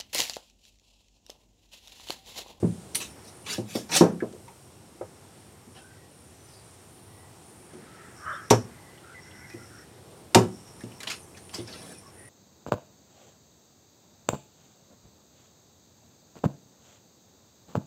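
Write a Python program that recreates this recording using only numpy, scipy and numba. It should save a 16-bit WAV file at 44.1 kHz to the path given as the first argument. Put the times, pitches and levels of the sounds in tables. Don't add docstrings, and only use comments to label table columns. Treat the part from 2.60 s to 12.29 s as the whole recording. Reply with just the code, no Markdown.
import sys
import numpy as np
from scipy import signal
from scipy.fft import rfft, irfft
from scipy.io import wavfile
from scipy.ndimage import uniform_filter1d
from numba import njit

SR = 44100
rng = np.random.default_rng(int(sys.argv[2]) if len(sys.argv) > 2 else 0)


def pcm_store(signal):
    levels = np.round(np.clip(np.atleast_2d(signal), -1, 1) * 32767)
    wavfile.write(sys.argv[1], SR, levels.astype(np.int16).T)


N = 427329


def undb(db):
    return 10 ** (np.asarray(db) / 20)


def level(x, db):
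    return x * undb(db) / np.sqrt(np.mean(x ** 2))


def on_log(table, hz):
    table_hz, values = np.transpose(table)
    return np.interp(np.log(np.maximum(hz, 1)), np.log(table_hz), values)


def coloured(size, table):
    gain = undb(on_log(table, np.fft.rfftfreq(size, 1 / SR)))
    spectrum = rfft(rng.standard_normal(size)) * gain
    return level(irfft(spectrum, size), 0)


@njit
def svf(x, hz, width):
    y, band_state, low_state = np.empty(len(x)), 0., 0.
    for i in range(len(x)):
        g, k = np.tan(np.pi * hz[i] / SR), width / hz[i]
        v = (band_state + g * (x[i] - low_state)) / (1 + g * (g + k))
        band_state = 2 * v - band_state
        low_state += 2 * g * v
        y[i] = k * v
    return y


def band(x, hz, width):
    return svf(x, hz * np.ones(len(x)), float(width))


def walk(rate):
    step = int(SR / rate)
    held = np.repeat(rng.standard_normal(N // step + 1), step)
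    return 1.466 * uniform_filter1d(uniform_filter1d(held, step), step)[:N]


def fade(t, t60):
    return np.exp(-np.log(1000) * t / np.maximum(t60, .004))


def swell(attack, hold, release, range_db=30):
    t = np.arange(-attack, hold + release, 1 / SR)
    away = np.maximum(-t / attack, (t - hold) / release)
    return t, -range_db * np.maximum(away, 0)


def add(out, s, x):
    i = int(s * SR)
    out[i:i + len(x)] += x[:len(out) - i]


def air(flicker_db=1.0, flicker_hz=5.5):
    # (frequency [Hz], relative level [dB])
    air_colour = [(15, -50), (25, -22), (87, 2.5), (277, -7.5), (354, -4), (607, -11.5), (818, -10.5),
                  (911, -13.5), (1650, -20.5), (5570, -25.5), (6560, -25), (9320, -18.5), (10400, -30),
                  (14400, -33.5), (16000, -40)]
    # (time [s], level [dB])
    loudness = [(0, -48), (1.9, -52.5), (2.6, -52.5), (5, -51.5), (5.6, -50.5), (7.5, -51.5), (8.3, -50),
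                (9.7, -52)]
    spectrum, hz = rfft(coloured(N, air_colour)), np.fft.rfftfreq(N, 1 / SR)
    octave = np.log2(np.maximum(hz, 1) / 30)
    out = 0
    for k in range(10):
        window = np.cos(np.pi / 2 * np.clip(octave - k, -1, 1)) ** 2
        out = out + irfft(spectrum * window, N) * undb(flicker_db * walk(flicker_hz))
    db = np.interp(np.arange(N) / SR, *np.transpose(loudness))
    return level(out, 0) * undb(db)


def whine(hz=11340, level_db=-77.5, waver_db=2.0, waver_hz=9):
    tone = np.sin(2 * np.pi * hz * np.arange(N) / SR)
    return level(tone * undb(waver_db * walk(waver_hz)), level_db)


def buzz(size, hz, width, buzz_hz, depth):
    throb = 1 + depth * np.sin(2 * np.pi * buzz_hz * np.arange(size) / SR)
    resonance = band(band(rng.standard_normal(size), hz, width), hz, width)
    return level(throb * resonance, 0)


def high_insect(edge_s=0.026):
    # (start [s], length [s], level [dB])
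    chirps = [(0, 0.16, -64), (0.432, 0.12, -58.5), (0.617, 0.42, -60), (1.497, 0.069, -63),
              (2.72, .18, -68), (3.078, 0.23, -63), (3.477, 0.26, -63), (3.798, .37, -63.5),
              (4.251, 0.41, -62.5), (4.801, 0.48, -61.5), (7.54, .09, -65), (8.1, .15, -61),
              (8.499, 0.17, -56), (8.782, 0.28, -56.5), (9.129, 0.3, -55), (9.511, 0.25, -56)]
    out = np.zeros(N)
    for s, length, db in chirps:
        t = np.arange(int(length * SR)) / SR
        ends = np.clip(np.minimum(t / 2, length - t) / edge_s, 0, 1)
        add(out, s, undb(db) * ends * buzz(len(t), 9404, 390, buzz_hz=246, depth=0.17))
    return out


def low_insects(edge_s=0.032, pulse_hz=7.45, pulse_depth=0.45, chorus_db=-72):
    # (start [s], length [s], level midway through a pulse [dB])
    bouts = [(0.306, .4, -68), (5.535, .54, -63), (6.585, .67, -63.5), (7.893, .54, -65), (8.893, .62, -64)]
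    t = np.arange(N) / SR
    gain = undb(chorus_db)
    for s, length, db in bouts:
        ends = np.clip(np.minimum(t - s, s + length - t) / edge_s, 0, 1)
        pulses = 1 - pulse_depth * np.cos(2 * np.pi * pulse_hz * (t - s))
        gain = gain + undb(db) * ends * pulses
    return gain * buzz(N, 5520, 520, buzz_hz=92, depth=0.6)


def bird_notes():
    # (start [s], length [s], first pitch [Hz], last pitch [Hz], width [Hz], level [dB])
    notes = [(3.2, 0.18, 1510, 1550, 120, -61), (3.296, 0.19, 1920, 1900, 100, -68),
             (3.736, 0.22, 5920, 6130, 79, -67), (3.879, 0.15, 5230, 4500, 900, -62.5),
             (4.476, 0.27, 1940, 1970, 80, -68), (5.227, 0.27, 1320, 1315, 100, -58),
             (5.367, 0.16, 1800, 1790, 403, -58), (5.65, 0.11, 680, 560, 70, -51.5),
             (5.651, 0.16, 2980, 3250, 200, -60), (5.721, 0.051, 3540, 3580, 250, -56.5),
             (5.101, 1.1, 1470, 1600, 1100, -59.5), (6.095, 1.34, 1680, 1650, 1040, -64.5),
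             (6.11, 0.29, 2010, 1970, 120, -62.5), (6.437, 0.12, 1360, 1470, 200, -53.5),
             (6.543, 0.06, 2050, 1970, 100, -48.5), (6.612, 0.44, 2036, 1985, 130, -57),
             (6.802, 0.068, 2180, 2110, 100, -54), (6.658, 0.28, 1500, 1550, 400, -59),
             (6.896, 0.053, 2480, 2440, 60, -57), (6.974, 0.084, 1350, 1380, 100, -57),
             (7.098, 0.14, 1460, 1400, 350, -56), (7.184, 0.061, 1850, 1840, 100, -60),
             (8.62, .04, 6200, 6100, 300, -62), (9.347, 0.057, 2500, 2450, 150, -62),
             (9.428, 0.069, 1100, 1120, 79.64, -57), (9.561, 0.17, 1870, 1930, 200, -59.5)]
    out = np.zeros(N)
    for s, length, first_hz, last_hz, width, db in notes:
        size = int(length * SR)
        hz = np.linspace(first_hz, last_hz, size)
        note = svf(svf(rng.standard_normal(size), hz, float(width)), hz, float(width))
        add(out, s, level(note, db) * np.hanning(size) ** 0.1)
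    return out


def caw(rough=1.0, start_s=5.68, level_db=-35.5):
    attack_s, hold_s, release_s = 0.13, 0.058, 0.23
    t, db = swell(attack_s, hold_s, release_s)
    throat_hz = 1340 + 500 * t
    pulse_rate_hz = 240 * (1 + .15 * walk(90)[:len(db)])
    phase = np.cumsum(pulse_rate_hz) / SR
    pulses = np.diff(np.floor(phase), prepend=0)
    voice = level(pulses, 0) + rough * rng.standard_normal(len(db))
    for _ in range(3):
        lower = svf(voice, 0.945 * throat_hz, 360.0)
        upper = svf(voice, 1.166 * throat_hz, 330.0)
        voice = lower + 0.59 * upper
    out = np.zeros(N)
    add(out, start_s - attack_s, undb(db) * level(voice, level_db))
    return out


def kitchen(x, rise_ms=5, echo_db=-10):
    # (frequency [Hz], time to fall 60 dB [s])
    echo_times = [(100, 0.5), (400, 0.13), (1500, 0.1), (5000, .22), (12000, 0.22)]
    t = np.arange(SR // 2) / SR
    tail = 0
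    for hz in 90 * 2. ** np.arange(8):
        noise = band(rng.standard_normal(len(t)), hz, hz / 2)
        tail = tail + noise * fade(t, on_log(echo_times, hz))
    tail = tail * np.clip(t * 1000 / rise_ms, 0, 1)
    tail = tail / np.sqrt(np.sum(tail ** 2))
    return signal.fftconvolve(x, undb(echo_db) * tail)[:N]


def ticks(t60=0.079):
    # (time [s], level [dB], pitch [Hz], wide click against the pitched burst [dB])
    tick_list = [(0.3531, -9.5, 9440, -4), (0.405, -38, 6340, -8), (0.8626, -35, 2420, -4),
                 (0.93, -30, 4520, -7), (1.1502, -34, 5200, -13), (1.321, -31, 2730, 4),
                 (1.3655, -7, 7400, -5), (1.602, -21.5, 1730, -22), (1.881, -38, 2380, -20),
                 (3.9394, -48, 4150, 3), (5.9024, -17.5, 3400, 6), (5.9059, -11, 5300, 4.5),
                 (6.375, -41, 3150, -6), (6.7098, -41, 3120, -10), (6.9, -40, 2030, 4.5),
                 (6.935, -46, 2420, 7), (8.075, -50, 5560, 6), (8.2073, -33.5, 1830, -4),
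                 (8.317, -39.5, 2920, -1), (8.404, -31, 2000, 5), (8.4319, -32, 1830, 9),
                 (8.473, -16, 3260, -23), (8.5022, -22, 2300, -3), (8.529, -32.5, 1700, 2.5),
                 (8.746, -40, 2430, -11), (8.772, -36, 1700, 0), (8.8933, -39.5, 2960, 3),
                 (8.9448, -22, 5030, -4), (9.074, -34.5, 5100, -11), (9.127, -32, 4220, -10.5)]
    out, t = np.zeros(N), np.arange(SR // 5) / SR
    for s, tick_db, hz, wide_db in tick_list:
        noise = rng.standard_normal(len(t))
        pitched = level(band(band(noise, hz, 0.29 * hz), hz, 0.29 * hz), 0) * fade(t, t60)
        wide = band(band(band(noise, 2700, 8800), 3400, 14000), 3400, 14000)
        wide = level(wide, wide_db) * fade(t, 0.53 * t60)
        add(out, s, undb(tick_db) * 0.25 * (pitched + wide))
    return out


def shear(grain_db=2.5, patch_ms=14, patchy_db=2.5, spread_oct=1.24, wet_hz=11000):
    # (full force from [s], hold [s], attack [s], release [s], level [dB],
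    # centre [Hz], low squelch against the centre [dB])
    strokes = [(0.348, 0.0037, 0.0032, 0.083, -25, 8350, -12.5),
               (0.403, 0.018, 0.0062, 0.098, -31.5, 4700, -11.5),
               (0.678, .005, 0.12, 0.072, -47, 7200, -14), (0.866, 0.022, 0.0062, 0.064, -36.5, 3200, -12),
               (0.901, 0.038, 0.059, .085, -28, 4700, -13.5), (1.108, 0.011, 0.073, 0.28, -38.5, 6650, -10),
               (1.158, 0.0037, 0.034, 0.09, -29.5, 6700, -15), (1.295, 0.013, 0.0044, .03, -52, 4950, 13),
               (1.318, 0.034, .005, 0.092, -25.5, 4000, -7.5),
               (1.366, 0.0072, 0.076, 0.073, -15, 5200, -11), (3.152, .04, .005, .07, -52, 2300, -3),
               (8.408, .004, 0.011, 0.051, -43.5, 3750, -1.5), (8.431, .004, 0.014, 0.13, -47, 3580, 0),
               (8.472, 0.0086, .004, 0.11, -32, 3550, -6.5), (8.5, 0.017, .004, 0.072, -30, 3930, -24),
               (8.777, 0.0036, 0.038, .035, -44.5, 3620, -26), (8.941, .006, 0.021, .13, -35, 4400, -5.5),
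               (9.078, 0.1, 0.031, 0.17, -47, 4200, 1.5), (9.23, 0.098, 0.14, 0.11, -49.5, 7300, 3)]
    out, step = np.zeros(N), int(np.clip(patch_ms, 2, 40) * SR / 1000)
    for s, hold, attack, release, level_db, centre_hz, squelch_db in strokes:
        t, db = swell(attack, hold, release)
        size = SR // 2
        tears = rng.standard_normal(size) * undb(grain_db * np.minimum(rng.exponential(size=size), 6))
        tears = tears[:len(t)]
        wander = rng.standard_normal((32, 500))
        pocket_hz = 190 * 2 ** (np.arange(32) / 5 + rng.uniform(-0.073, 0.044, 32))
        body = 0
        for hz, row in zip(pocket_hz, wander):
            patch = uniform_filter1d(np.repeat(row, step)[:len(t)], step)
            peak = undb(-6 * (np.log2(hz / centre_hz) / spread_oct) ** 2)
            squelch = undb(squelch_db - 3.9 * (np.log2(hz / 500) / 1.96) ** 2)
            damping = 1 + (hz / wet_hz) ** 4
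            pocket = level(band(band(tears, hz, 0.22 * hz), hz, 0.22 * hz), -9.5)
            body = body + pocket * (peak + squelch) / damping * undb(patchy_db * patch)
        add(out, s - attack, undb(level_db + db) * body)
    return out


def ring_block(t, peak_db, centre_hz, t60, spread_oct, scatter_db=3.0, wobble=0.037):
    # (frequency [Hz], level [dB], share of the blow's ring time [ratio])
    modes = [(131, -6, 0.78), (161, 7, 0.82), (181, 3, 1.9), (207.7, 2, 1.73), (236.6, 6, 0.92),
             (273.3, -3.5, 1.43), (331.5, 9.5, 0.46), (370.5, 1, 1.2), (432.6, 4, 0.82), (508, 6, 1),
             (486, -16, 1.6), (553.5, 8.5, 0.49), (654, -20, .9), (730, 6, 0.65), (794, 5, 0.94),
             (897, 14, 0.75), (965, -0.5, 0.27), (1160, -19, .9), (1160, 5, 0.8), (1350, -15, .8),
             (1510, -8, 2.4), (1620, -12, .6), (1740, 0, .6)]
    hz, db, share = np.transpose(modes)[:, :, None]
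    distance = np.log2(hz / centre_hz) / spread_oct
    gain = undb(db - 8.1 * distance ** 2 + scatter_db * rng.standard_normal(hz.shape))
    build_ms = 0.52 - 0.06 * peak_db
    build = 1 - np.exp(-t * 1000 * hz / (300 * max(build_ms, .2)))
    waver = rng.standard_normal((len(modes), len(t) // 512 + 1))
    waver = np.repeat(waver, 512, axis=1)[:, :len(t)]
    cycles = np.cumsum(hz * (1 + wobble * waver), axis=1) / SR
    phase = 2 * np.pi * (cycles + rng.random(hz.shape))
    return (gain * build * np.sin(phase) * fade(t, share * t60)).sum(axis=0)


def rattle_block(t, centre_hz, t60, spread_oct):
    rattle = rng.standard_normal(len(t))
    for _ in range(3):
        rattle = band(rattle, centre_hz * 1.43, centre_hz * spread_oct * 2.78)
    return rattle * fade(t, 1.26 * t60) * np.minimum(t / 0.0034, 1)


def boom_table(t, hz=112.7, t60=0.14):
    return np.sin(2 * np.pi * hz * t) * fade(t, t60) * (1 - np.exp(-t / 0.0091))


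def crack_bone(t):
    # (frequency [Hz], relative level [dB])
    crack_colour = [(530, -41), (900, 0), (1550, -3), (2470, -10.5), (2760, -2), (4010, -4.5), (5550, -4),
                    (7490, -4.5), (13400, -23.5), (16000, -36)]
    return coloured(len(t), crack_colour) * fade(t, 0.045) * np.minimum(t / 0.0011, 1)


def ring_blade(t):
    # (frequency [Hz], relative level [dB], time to fall 60 dB [s])
    tones = [(2410, 6, 0.1), (3010, -7, 0.26), (3400, -14, .2), (3920, -39, 0.13), (4250, -4, 0.25),
             (4900, -8, 0.1), (6310, -35.5, 0.1), (7800, -18, .12)]
    hz, db, t60 = np.transpose(tones)[:, :, None]
    signs = rng.choice([-1, 1], (len(tones), 1))
    return (signs * undb(db) * np.sin(2 * np.pi * hz * t) * fade(t, t60)).sum(axis=0)


def blows(rattle_db=-8, blade_db=-26):
    # (time [s], thud peak [dB], thud centre [Hz], basic ring time to -60 dB [s],
    # crack and blade against the thud [dB], table boom against the thud [dB])
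    strikes = [(0.027, -14, 254.7, 0.088, -52, -2), (0.042, -13, 180, 0.11, -56, -32),
               (0.982, -19.5, 283, 0.14, -35, -7.5), (1.152, -17, 292, 0.13, -31, -23),
               (1.409, -1.5, 290, 0.21, -24, -22), (1.623, -18.5, 279, 0.12, -41, -20),
               (1.726, -38, 425, 0.19, -12, -20), (1.879, -43, 780, 0.17, -12, -34),
               (2.41, -24, 470, 0.12, -48, -17), (3.07, -43, 260, .15, -22, -8),
               (5.135, -37, 300, 0.22, -14, -11), (5.909, -1.5, 380, 0.055, -14.5, -11.5),
               (5.92, -6, 416, 0.13, -29, -18), (6.939, -32.5, 280, 0.2, -24, -5),
               (7.7465, -11.5, 800, 0.11, 5.5, -27), (7.753, -2, 363, 0.2, -25, -9),
               (8.236, -30, 249, 0.13, -16, -4.5), (8.984, -29, 300, 0.14, -25, -3.5)]
    out, t = np.zeros(N), np.arange(SR * 2 // 5) / SR
    for s, peak_db, centre_hz, t60, crack_db, boom_db in strikes:
        spread_oct = max(1.13 + 0.02 * peak_db, .3)
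        thud = ring_block(t, peak_db, centre_hz, t60, spread_oct)
        rattle = rattle_block(t, centre_hz, t60, spread_oct)
        thud = thud / np.abs(thud).max() + undb(rattle_db) * rattle / np.abs(rattle).max()
        thud = thud / np.abs(thud).max()
        boom = undb(boom_db) * boom_table(t)
        top = undb(crack_db) * (0.83 * crack_bone(t) + undb(blade_db) * ring_blade(t))
        add(out, s, undb(peak_db) * (thud + boom + top))
    return out


def scene():
    near = blows() + shear() + ticks()
    outside = bird_notes() + caw() + high_insect() + low_insects() + air() + whine()
    return (near + kitchen(near) + outside)[None]


def record(dry):
    bass_cut = signal.butter(3, 68, "high", fs=SR, output="sos")
    top_cut = signal.ellip(10, .2, 80, 15900, fs=SR, output="sos")
    rounded = np.tanh(0.62 * signal.sosfilt(bass_cut, dry)) / 0.58
    return signal.sosfilt(top_cut, rounded)


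dry = scene()
out = record(dry)
pcm_store(out)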